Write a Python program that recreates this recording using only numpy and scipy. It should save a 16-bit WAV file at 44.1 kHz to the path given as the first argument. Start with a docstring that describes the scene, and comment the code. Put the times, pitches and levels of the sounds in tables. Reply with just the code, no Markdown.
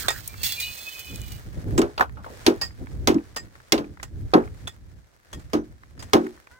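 """A hammer chips a soft stone block on an open building site: noise cracks and crunches, damped
modes ring the block and thud it on the slab, and chips tick down as short resonant noises.
Between blows steel clinks and small knocks tick; early on a steel blade scrapes and squeals over concrete.
The recorder shifts in the hand with low rumble, bumps and flutter, the site rustles, and at the end
a far rooster, made of a few harmonics, starts to crow."""
import sys
import numpy as np
from scipy import signal
from scipy.fft import rfft, irfft
from scipy.io import wavfile
from scipy.ndimage import uniform_filter1d, minimum_filter1d

SR = 44100
rng = np.random.default_rng(int(sys.argv[2]) if len(sys.argv) > 2 else 0)


def dump_mix(stems):
    """Bounce the given channels to the path in sys.argv[1] as a 16-bit WAV at rate SR."""
    frames = np.atleast_2d(stems).T  # one column per channel
    limited = np.clip(frames, -1, 1)  # hard clip at full scale
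    pcm = np.round(limited * 32767).astype(np.int16)
    wavfile.write(sys.argv[1], SR, pcm)


N = 290619
TIME_S = np.arange(N) / SR
AGE_S = np.arange(SR // 2) / SR  # time since a hit
HIT_SIZE = len(AGE_S)
PORT_LAG_S = .00031  # the work lies to the right, so the left port hears it later
LOWPASS_HZ = 15900

# Levels in the tables are relative; the sources may add offsets and random spread.
# Recorder shifting in the hand. Each row: time in seconds, rumble level in dB.
HANDLING = [(0, -46), (.7, -46.5), (.92, -60), (1.2, -41.5), (1.5, -44), (1.85, -37.5), (1.95, -49),
            (2.15, -41.5), (2.4, -53), (3.12, -41.5), (3.28, -51.5), (3.62, -59.5), (4.25, -39.5),
            (4.9, -50), (5.15, -65), (5.45, -49.5), (6.2, -56), (6.45, -64.5)]
# Single bumps on top of it. Each row: peak time in seconds, half width in seconds, rumble level in dB.
BUMPS = [(.06, 0.021, -38.5), (1.131, 0.036, -39), (1.475, 0.014, -36.5), (1.584, 0.022, -31),
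         (1.681, 0.038, -28.5), (1.75, 0.032, -23), (2.824, 0.028, -33.5), (2.97, 0.033, -39),
         (3.438, 0.045, -46.5), (3.789, 0.052, -42), (5.369, 0.032, -39.5), (6.031, 0.069, -43.5)]
# Spectrum of the handling rumble. Each row: frequency in Hz, level in dB.
RUMBLE_SPECTRUM = [(15, -22.5), (35, -7.5), (62, 3), (110, -2), (200, -15.5), (400, -43.5), (1000, -61)]
# Spectrum of the handling flutter. Each row: frequency in Hz, level in dB.
FLUTTER_SPECTRUM = [(60, -6), (150, -1), (300, 3), (500, -7.5), (900, -22), (2500, -56)]

# Faint rustle of the site. Each row: time in seconds, level in dB.
SITE_LEVEL = [(1.5, -61.5), (1.9, -62), (2.1, -72), (2.42, -55.5), (2.7, -65.5), (3.5, -67), (4.1, -70.5),
              (4.5, -63.5), (5.0, -74), (5.45, -66), (5.8, -73), (6.25, -61.5), (6.59, -71.5)]
# Spectrum of the rustle. Each row: frequency in Hz, level in dB.
SITE_SPECTRUM = [(100, 4.5), (500, 11.5), (1000, 6), (1700, 8.5), (2800, -0.5), (5000, -0.5), (8500, -4.5),
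                 (11000, -10), (15000, -11)]

# Far rooster. Each row: time in seconds, fundamental in Hz, level in dB.
CROW = [(6.48, 490, -99.5), (6.515, 472, -58), (6.555, 509.4, -59.5), (6.59, 500, -59)]
# Its throat resonance. Each row: harmonic number, level in dB.
CROW_HARMONICS = [(2, -2), (3, 4), (4, -3)]

# Blade on concrete. Each row: time in seconds, level in dB.
SCRAPE_LEVEL = [(0.0, -28.5), (0.04, -33), (0.182, -40), (0.36, -46), (0.462, -33.5), (0.6, -36.5),
                (0.864, -37), (1.216, -44), (1.35, -43), (1.412, -53), (1.6, -58.5)]
# Spectrum of the scrape. Each row: frequency in Hz, level in dB.
SCRAPE_SPECTRUM = [(300, -21), (600, -16.5), (1200, -18), (2000, 0), (2800, -3.5), (4400, 2), (5500, -3),
                   (8500, -1), (10500, -9), (13000, -4.5), (15000, 5.5), (16000, -5)]
# The blade catches on grit. Each row: start in seconds, level in dB, t60 in seconds.
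CATCHES = [(0.432, -20.5, 0.36), (0.465, -20, 0.047), (0.521, -23.5, 0.054), (0.6, -25, 0.21),
           (.992, -33.5, 0.12), (1.319, -34, 0.045)]
# Resonances of the blade taking hold. Each row: peak time in seconds, pitch at the peak in Hz,
# level in dB, t60 in seconds.
SQUEALS = [(.3, 2360, -51, 0.52), (.44, 2730, -38.5, 1), (.45, 3410, -30, 0.77), (.47, 4050, -37, 1.7),
           (.47, 4500, -27, 0.29), (.61, 2455, -30, 0.53), (.63, 4470, -34.5, 0.29), (.64, 3930, -29, 0.22),
           (0.659, 2910, -31, 0.23), (0.759, 3460, -46, 3.3), (0.821, 2543, -36, 1.9), (.9, 3060, -43, 3.9)]
# Bending of the blade. Each row: time in seconds, rise of its resonances in Hz.
BEND = [(.3, 0.5), (.41, 2), (.46, 59.5), (.55, 56), (.62, 99), (.72, 141), (.88, 190.5), (1.03, 130),
        (1.15, 116), (1.35, 21)]
# Lower, hoarse rasp as the blade first drags. Each row: time in seconds, pitch in Hz, level in dB.
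RASP = [(0, 1768, -42.5), (.035, 1620, -35.5), (.07, 1297, -40), (.11, 1500, -49.5), (.16, 1665, -38.5),
        (.21, 1590, -50.5)]

# Small knocks and ticks; the rows at 2.465, 4.337 and 6.134 s are the sharp upper-mid snap of hammer blows.
# Each row: start in seconds, level in dB, centre frequency in Hz, t60 in seconds.
KNOCKS = [(0.276, -23, 12800, 0.029), (0.341, -34, 1533, 0.024), (1.158, -33, 8360, 0.015),
          (1.216, -33.5, 8070, 0.01), (1.818, -28, 2000, .04), (1.978, -25.5, 3350, 0.039),
          (1.978, -28, 1060, 0.23), (1.996, -14, 930, 0.032), (2.005, -20.5, 540, 0.12),
          (2.008, -9, 1250, 0.053), (2.023, -20.5, 1080, 0.093), (2.095, -35.5, 1440, 0.012),
          (2.17, -41.5, 1045, 0.2), (2.244, -35, 1180, 0.048), (2.262, -33.5, 800, 0.12),
          (2.3, -36.5, 420, .2), (2.465, -13.5, 3480, 0.037), (2.87, -35.5, 1540, 0.0165),
          (3.778, -28.5, 3300, 0.037), (3.998, -38.5, 1600, 0.042), (4.337, -18, 3500, 0.033),
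          (4.476, -38, 1515, 0.018), (6.134, -17, 3200, 0.018)]

# Steel on stone. Each row: start in seconds, contact level in dB, contact t60 in seconds, ring level
# in dB, edge pitch in Hz, edge level in dB, edge t60 in seconds, left minus right in dB.
CLINKS = [(0.082, -14.5, 0.045, -32, 3600, -16.5, 0.087, -6.5), (0.103, -26, 0.1, -43, 1300, -27, .1, 2),
          (1.777, -23, 0.055, -60, 7540, -20.5, 0.082, -6), (1.789, -21.5, 0.018, -60, 7650, -45, .1, -10),
          (2.613, -27.5, 0.14, -36, 4850, -17, 0.15, -3.5),
          (3.361, -26, 0.096, -36.5, 4984, -25.5, 0.1, -2), (4.028, -29.5, 0.063, -58, 7500, -48, .12, -6),
          (4.672, -31.5, 0.073, -51.5, 3450, -30, 0.096, -3),
          (5.329, -34.5, 0.08, -53.5, 3297, -36.5, 0.097, 3), (5.393, -48.5, 0.056, -72, 7500, -59, .1, -7),
          (5.532, -50, 0.038, -58, 4850, -34, 0.074, 0), (5.536, -53, 0.047, -62, 5940, -47.5, 0.26, -14),
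          (5.992, -42, 0.16, -61, 4900, -40, 0.15, -6), (6.023, -37.5, 0.095, -60, 7740, -55, .12, 8)]
# Modes of the hammer head. Each row: frequency in Hz, level in dB, t60 in seconds.
STEEL_MODES = [(1863, 6, 0.077), (2590, -5, 0.057), (3460, -23.5, .11), (4960, 0.5, 0.09), (6035, -18, .15),
               (7400, 1, 0.118)]
# Spectrum of gritty contact. Each row: frequency in Hz, level in dB.
CONTACT_SPECTRUM = [(200, -2), (650, 2.5), (1300, 4.5), (3000, -4), (5000, -7), (7500, -2), (11000, -15.5),
                    (15000, -15)]

# Blows and rebounds of the block. Each row: start in seconds, crack level in dB, crunch level in dB,
# thud level in dB, main thud pitch in Hz, thud t60 in seconds, dull clack level in dB.
BLOWS = [(1.778, -23.5, -32, -11.5, 328, 0.105, -21.5), (1.816, -26, -37, -21.5, 349, 0.16, -25),
         (2.464, -13, -21, -9.5, 338.6, 0.15, -17.5), (3.073, -11.5, -19.5, -12, 318.7, 0.185, -18),
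         (3.143, -36.5, -72, -15, 289, 0.12, -35), (3.721, -3, -21, -18.5, 319.7, 0.13, -19),
         (3.778, -42.5, -38, -27.5, 290, 0.28, -30), (4.335, -37, -31.5, -7.5, 318, 0.15, -11),
         (5.532, -29, -30.5, -16.5, 305, 0.21, -23.5), (6.133, -13, -22.5, -12, 314.2, 0.28, -13.5),
         (6.24, -58, -56.5, -25, 319, 0.145, -48)]
# Block rocking on the slab. Each row: pitch as a ratio to the main thud pitch, level in dB.
THUD_MODES = [(0.58, -15.5), (0.742, -7), (0.881, -8), (1.001, -1), (1.15, -4), (1.293, -11.5)]
# Ringing of the stone block. Each row: frequency in Hz, level in dB, t60 in seconds.
STONE_MODES = [(417.7, -1.5, 0.24), (477.5, -8.5, 0.24), (616, -4, 0.032), (772, -5, 0.17),
               (830, -11, 0.21), (973, -4, 0.087), (1057, 0, 0.11), (1256, -1.5, 0.12), (1570, -9.5, .1),
               (2120, -4, .05), (3110, -5, 0.015), (3333, 1.5, 0.016), (4530, -5.5, 0.025),
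               (5280, -11, 0.029), (7270, -19, 0.013)]
# Spectrum of the hard crack. Each row: frequency in Hz, level in dB.
CRACK_SPECTRUM = [(300, -14.5), (1000, -5.5), (2000, -5), (3200, -4.5), (5500, 0), (8000, -8),
                  (11000, -16.5), (15000, -16.5)]
# Spectrum of crunching stone. Each row: frequency in Hz, level in dB.
CRUNCH_SPECTRUM = [(300, -13), (1000, -2), (2000, 7), (3500, 3.5), (6000, -1.5), (8000, -8), (11000, -13.5),
                   (15000, -12.5)]
# Spectrum of the dull clack. Each row: frequency in Hz, level in dB.
CLACK_SPECTRUM = [(25, -26.5), (60, -12.5), (150, -7.5), (260, -0.5), (450, 2.5), (620, -2.5),
                  (1050, -10.5), (1500, -13.5), (2500, -33), (5000, -52.5)]


def undb(db):
    """Decibels to gain."""
    return 10 ** (np.asarray(db) / 20)


def curves(table):
    """The columns of a table, joined by straight lines in time."""
    time_s, *columns = np.transpose(table)
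    return [np.interp(TIME_S, time_s, column) for column in columns]


def colour(x, spectrum):
    """Give x a spectrum of (Hz, dB) points and unit rms."""
    hz, db = np.transpose(spectrum)
    size = x.shape[-1]
    bin_hz = np.maximum(np.fft.rfftfreq(size, 1 / SR), 1)
    gain = undb(np.interp(np.log(bin_hz), np.log(hz), db))
    y = irfft(rfft(x) * gain, size)
    return y / np.std(y)


def walk(rate_hz, size):
    """Smooth random wander: rate_hz new values a second, spread just under 1."""
    hold = max(int(SR / rate_hz), 1)
    steps = np.repeat(rng.standard_normal(size // hold + 1), hold)
    return uniform_filter1d(steps, hold)[:size]


def ports(x, lag_s=PORT_LAG_S, pan_db=0):
    """One sound at two microphone ports: the left delayed, pan_db the level of left over right."""
    i = np.arange(len(x))
    late = np.interp(i - np.round(lag_s * SR), i, x, left=0)
    return np.array([late * undb(pan_db / 2), x * undb(-pan_db / 2)])


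def noise(spectrum, size, diffuse, grain_db=0, pan_db=0):
    """Coloured stereo noise, part direct and part from all sides, gathered into grains."""
    direct = ports(rng.standard_normal(size), pan_db=pan_db)
    grains = undb(grain_db * walk(1500, size))
    ambient = diffuse * rng.standard_normal((2, size))
    return colour((direct + ambient) * grains, spectrum)


def fade(t60_s, rise_s):
    """Envelope of a hit: builds up over rise_s, then dies away; peak 1."""
    rise = 1 - np.exp(-(AGE_S / rise_s) ** 2)
    envelope = rise * np.exp(-np.log(1000) * AGE_S / t60_s)
    return envelope / envelope.max()


def add(out, start_s, sound):
    """Mix a sound in at start_s."""
    i = max(int(start_s * SR), 0)
    out[:, i:i + sound.shape[1]] += sound[:, :N - i]


def ringing(modes, rise_s):
    """Struck modes of (Hz, dB, t60 s); each hit varies their pitch and level a little and gives each a random
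    phase."""
    out = 0
    for hz, db, t60_s in modes:
        detune, size, turn = rng.standard_normal(3)
        tone = np.sin(2 * np.pi * (hz * (1 + 0.0036 * detune) * AGE_S + turn))
        out = out + undb(db + 2 * size) * tone * fade(t60_s, rise_s)
    return out


def handling():
    """The recorder shifts in the hand: low rumble with bumps; the bumps carry far more flutter."""
    shifting = undb(curves(HANDLING)[0]) * undb(5 * walk(16, N))
    bumps = sum(undb(db) * np.exp(-((TIME_S - peak_s) / width_s) ** 2) for peak_s, width_s, db in BUMPS)
    rumble = noise(RUMBLE_SPECTRUM, N, diffuse=2) * np.hypot(shifting, bumps)
    rumble = rumble * undb(2.5) * undb([[-1.2], [1.2]])  # right port louder
    flutter_gain = np.hypot(undb(-12.5) * shifting, undb(-4) * bumps) * undb(2.5 * walk(30, N))
    return rumble + noise(FLUTTER_SPECTRUM, N, diffuse=0.2) * flutter_gain


def site():
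    """Diffuse noise rustles; random clicks through a resonance make single crumbs of grit."""
    level_db, = curves(SITE_LEVEL)
    rustle_gain = undb(level_db + 9.5 + 2 * walk(30, N))
    rustle = noise(SITE_SPECTRUM, N, diffuse=19, grain_db=3.5) * rustle_gain
    clicks = (rng.random(N) < 35 / SR) * rng.standard_normal(N)  # about 35 crumbs a second
    crumb_spectrum = [(500, -12.0), (1200, 4.5), (1800, 6.5), (2800, -11.5), (6000, -15.5), (12000, -13)]
    crumbs = colour(ports(clicks), crumb_spectrum) * undb(level_db + 1)
    return rustle + crumbs


def rooster():
    """A far, slightly hoarse crow: only the harmonics near the throat resonance carry."""
    hz, db = curves(CROW)
    hoarse_hz = hz * (1 + 0.0239 * walk(260, N))
    phase = 2 * np.pi * np.cumsum(hoarse_hz) / SR
    voice = sum(undb(harmonic_db) * np.sin(round(k) * phase) for k, harmonic_db in CROW_HARMONICS)
    return ports(voice * undb(db) * (TIME_S > CROW[0][0]), lag_s=0)


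def flexing(x, count):
    """Echoes across the bending blade comb a sound into many weak, drifting peaks."""
    i, out = np.arange(N), x
    for lag_s in rng.uniform(0.00059, .005, count):
        lag = lag_s * SR * (1 + 0.048 * walk(11.0, N))
        echo = np.array([np.interp(i - lag, i, channel) for channel in x])
        out = out + 0.2 * echo
    return out / np.std(out)


def squeal(hz, db, waver, rate_hz):
    """A friction tone; grains renew it rate_hz times a second, and the grip comes and goes."""
    grains = walk(rate_hz, N) + 1j * walk(rate_hz, N)
    drive = (1 + waver * grains) / np.hypot(1, waver)
    phase = 2 * np.pi * np.cumsum(hz * (1 + .004 * walk(40.95, N))) / SR
    grip_db = 2 * walk(25, N) - 1
    tone = np.real(drive * np.exp(1j * phase)) * undb(db + grip_db)
    return ports(tone, lag_s=.00005, pan_db=-1.0)


def squeals():
    """Each squeal swells and dies away while the bend of the blade carries its pitch."""
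    bend_hz, = curves(BEND)
    out = 0
    for peak_s, hz, db, t60_s in SQUEALS:
        since_peak_s = TIME_S - peak_s
        swell_db = 305 * since_peak_s  # dB per second
        decay_db = -60 * since_peak_s / t60_s
        pitch_hz = hz + bend_hz - np.interp(peak_s, TIME_S, bend_hz)
        out = out + squeal(pitch_hz, db + np.minimum(swell_db, decay_db), waver=0.8, rate_hz=90)
    return out


def blade():
    """A blade grinds over sandy concrete: combed hiss, sand, catches, gliding squeals and a rasp."""
    level_db, = curves(SCRAPE_LEVEL)
    on_ground = np.interp(TIME_S, [1.35, 1.65], [1, 0])
    grit_db = 2 * walk(110, N) + 3 * walk(900, N)
    scrape = noise(SCRAPE_SPECTRUM, N, diffuse=1.0, pan_db=-14.5)
    hiss = flexing(scrape, count=4) * undb(grit_db)
    sand = noise(CONTACT_SPECTRUM, N, diffuse=0.13, grain_db=3.5, pan_db=-4)
    out = (hiss + undb(-12.5) * sand) * undb(level_db - 4.0) * on_ground
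    for start_s, db, t60_s in CATCHES:
        catch = noise(SCRAPE_SPECTRUM, HIT_SIZE, diffuse=1.0, grain_db=1.5, pan_db=-10.0)
        add(out, start_s, undb(db) * catch * fade(t60_s, rise_s=0.00037))
    pressed = np.interp(TIME_S, [1.32, 1.4], [1, 0])
    dragging = np.interp(TIME_S, [.2, .22], [1, 0])
    rasp = squeal(*curves(RASP), waver=8, rate_hz=700)
    return out + pressed * squeals() + dragging * rasp


def knock(hz, t60_s):
    """Noise through one broad resonance that is quickly damped."""
    body = [(hz / 6, -22), (hz / 2.76, -11), (hz / 1.22, 0), (hz * 1.4, 0), (hz * 1.603, -16), (hz * 8, -38)]
    return noise(body, HIT_SIZE, diffuse=1.0) * fade(t60_s, rise_s=0.00056)


def knocks():
    """Small knocks and ticks, and the upper-mid snap of some blows, each a burst of resonant noise."""
    out = np.zeros((2, N))
    for start_s, db, hz, t60_s in KNOCKS:
        add(out, start_s, undb(db) * knock(hz, t60_s))
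    return out


def falling_chips(count):
    """Every blow throws a few chips of differing size that tick on the slab one by one."""
    out = np.zeros((2, N))
    for blow_s, *_ in BLOWS:
        for flight_s in rng.uniform(.1, .48, count):
            weight, pitch = rng.standard_normal(2)
            land_s = blow_s + flight_s
            if land_s < TIME_S[-1]:
                chip_db, chip_hz = -46 + 4 * weight, 1620 * 2 ** (.2 * pitch)
                add(out, land_s, undb(chip_db) * knock(chip_hz, t60_s=0.021))
    return out


def clinks():
    """Steel grazes the stone: gritty contact, a ringing hammer head, and narrow noise from the struck edge."""
    out = np.zeros((2, N))
    for start_s, db, t60_s, ring_db, edge_hz, edge_db, edge_t60_s, pan_db in CLINKS:
        contact = noise(CONTACT_SPECTRUM, HIT_SIZE, diffuse=1.0, grain_db=3.0, pan_db=pan_db)
        contact = contact * fade(t60_s, rise_s=0.0017)
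        head = undb(ring_db - 3.5) * ringing(STEEL_MODES, rise_s=0.028)
        resonance = [(edge_hz / 1.2, -35), (edge_hz / 1.025, -14), (edge_hz, 0),
                     (edge_hz * 1.04, -14), (edge_hz * 1.25, -40)]
        edge = noise(resonance, HIT_SIZE, diffuse=1.0, pan_db=pan_db) * fade(edge_t60_s, rise_s=0.0006)
        add(out, start_s, undb(db) * contact + undb(edge_db - 3.5) * edge)
        add(out, start_s, ports(head, lag_s=.00007, pan_db=pan_db))
    return out


def thud(hz, t60_s):
    """The block rocks on the slab: close low modes that build up over a few cycles, mixed anew by each blow."""
    ring = 0
    for ratio, db in THUD_MODES:
        detune, size, turn = rng.standard_normal(3)
        mode_hz = hz * ratio * (1 + 0.012 * detune)
        ring = ring + undb(db + size) * np.sin(2 * np.pi * (mode_hz * AGE_S + turn))
    shape = fade(t60_s, rise_s=0.015)
    # the strength of the blow sets the energy, however the modes share it
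    return ports(ring * shape * np.std(shape) / np.std(ring * shape), pan_db=-0.4)


def hammer():
    """Each blow: a hard crack, stone crunching and ringing, a dull clack, the thud, and chips raining down."""
    out = np.zeros((2, N))
    low_modes = [mode for mode in STONE_MODES if mode[0] < 2000]
    high_modes = [mode for mode in STONE_MODES if mode[0] >= 2000]
    for start_s, crack_db, crunch_db, thud_db, thud_hz, thud_t60_s, clack_db in BLOWS:
        crack = noise(CRACK_SPECTRUM, HIT_SIZE, diffuse=1.0, pan_db=-7) * fade(0.026, rise_s=0.00054)
        crunch = noise(CRUNCH_SPECTRUM, HIT_SIZE, diffuse=1.0, grain_db=-1.5, pan_db=-1)
        crunch = crunch * fade(0.12, rise_s=0.0016)
        clack = noise(CLACK_SPECTRUM, HIT_SIZE, diffuse=0.87, pan_db=0.5) * fade(0.19, rise_s=0.0077)
        chips = noise(CRUNCH_SPECTRUM, HIT_SIZE, diffuse=.6, grain_db=14.5) * fade(0.3, rise_s=.04)
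        # the weight of the blow rings the low modes; only a hard contact reaches the high ones
        body = ports(ringing(low_modes, rise_s=0.00066), pan_db=-2.0)
        clink = ports(ringing(high_modes, rise_s=0.0012), pan_db=-7.5)
        add(out, start_s, undb(crack_db) * (crack + undb(-10.0) * clink))
        add(out, start_s, undb(crunch_db) * (crunch + undb(-31.5) * chips))
        add(out, start_s, undb(clack_db) * (undb(1) * clack + undb(-3) * body))
        add(out, start_s, undb(thud_db) * thud(thud_hz, thud_t60_s))
    return out


def scene():
    """All sources in the open air, and the handling of the recorder."""
    background = handling() + site() + rooster()
    loose = blade() + knocks() + falling_chips(count=2)
    return background + loose + clinks() + hammer()


def record(dry):
    """A limiter turns down peaks above 0.94 in both channels alike; a steep low-pass cuts the top."""
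    over = np.maximum(np.abs(dry).max(axis=0) / 0.94, 1)
    gain = uniform_filter1d(minimum_filter1d(1 / over, size=130), size=130)
    lowpass = signal.ellip(10, .2, 80, LOWPASS_HZ, fs=SR, output="sos")
    return signal.sosfilt(lowpass, dry * gain)


dry = scene()
out = record(dry)
dump_mix(out)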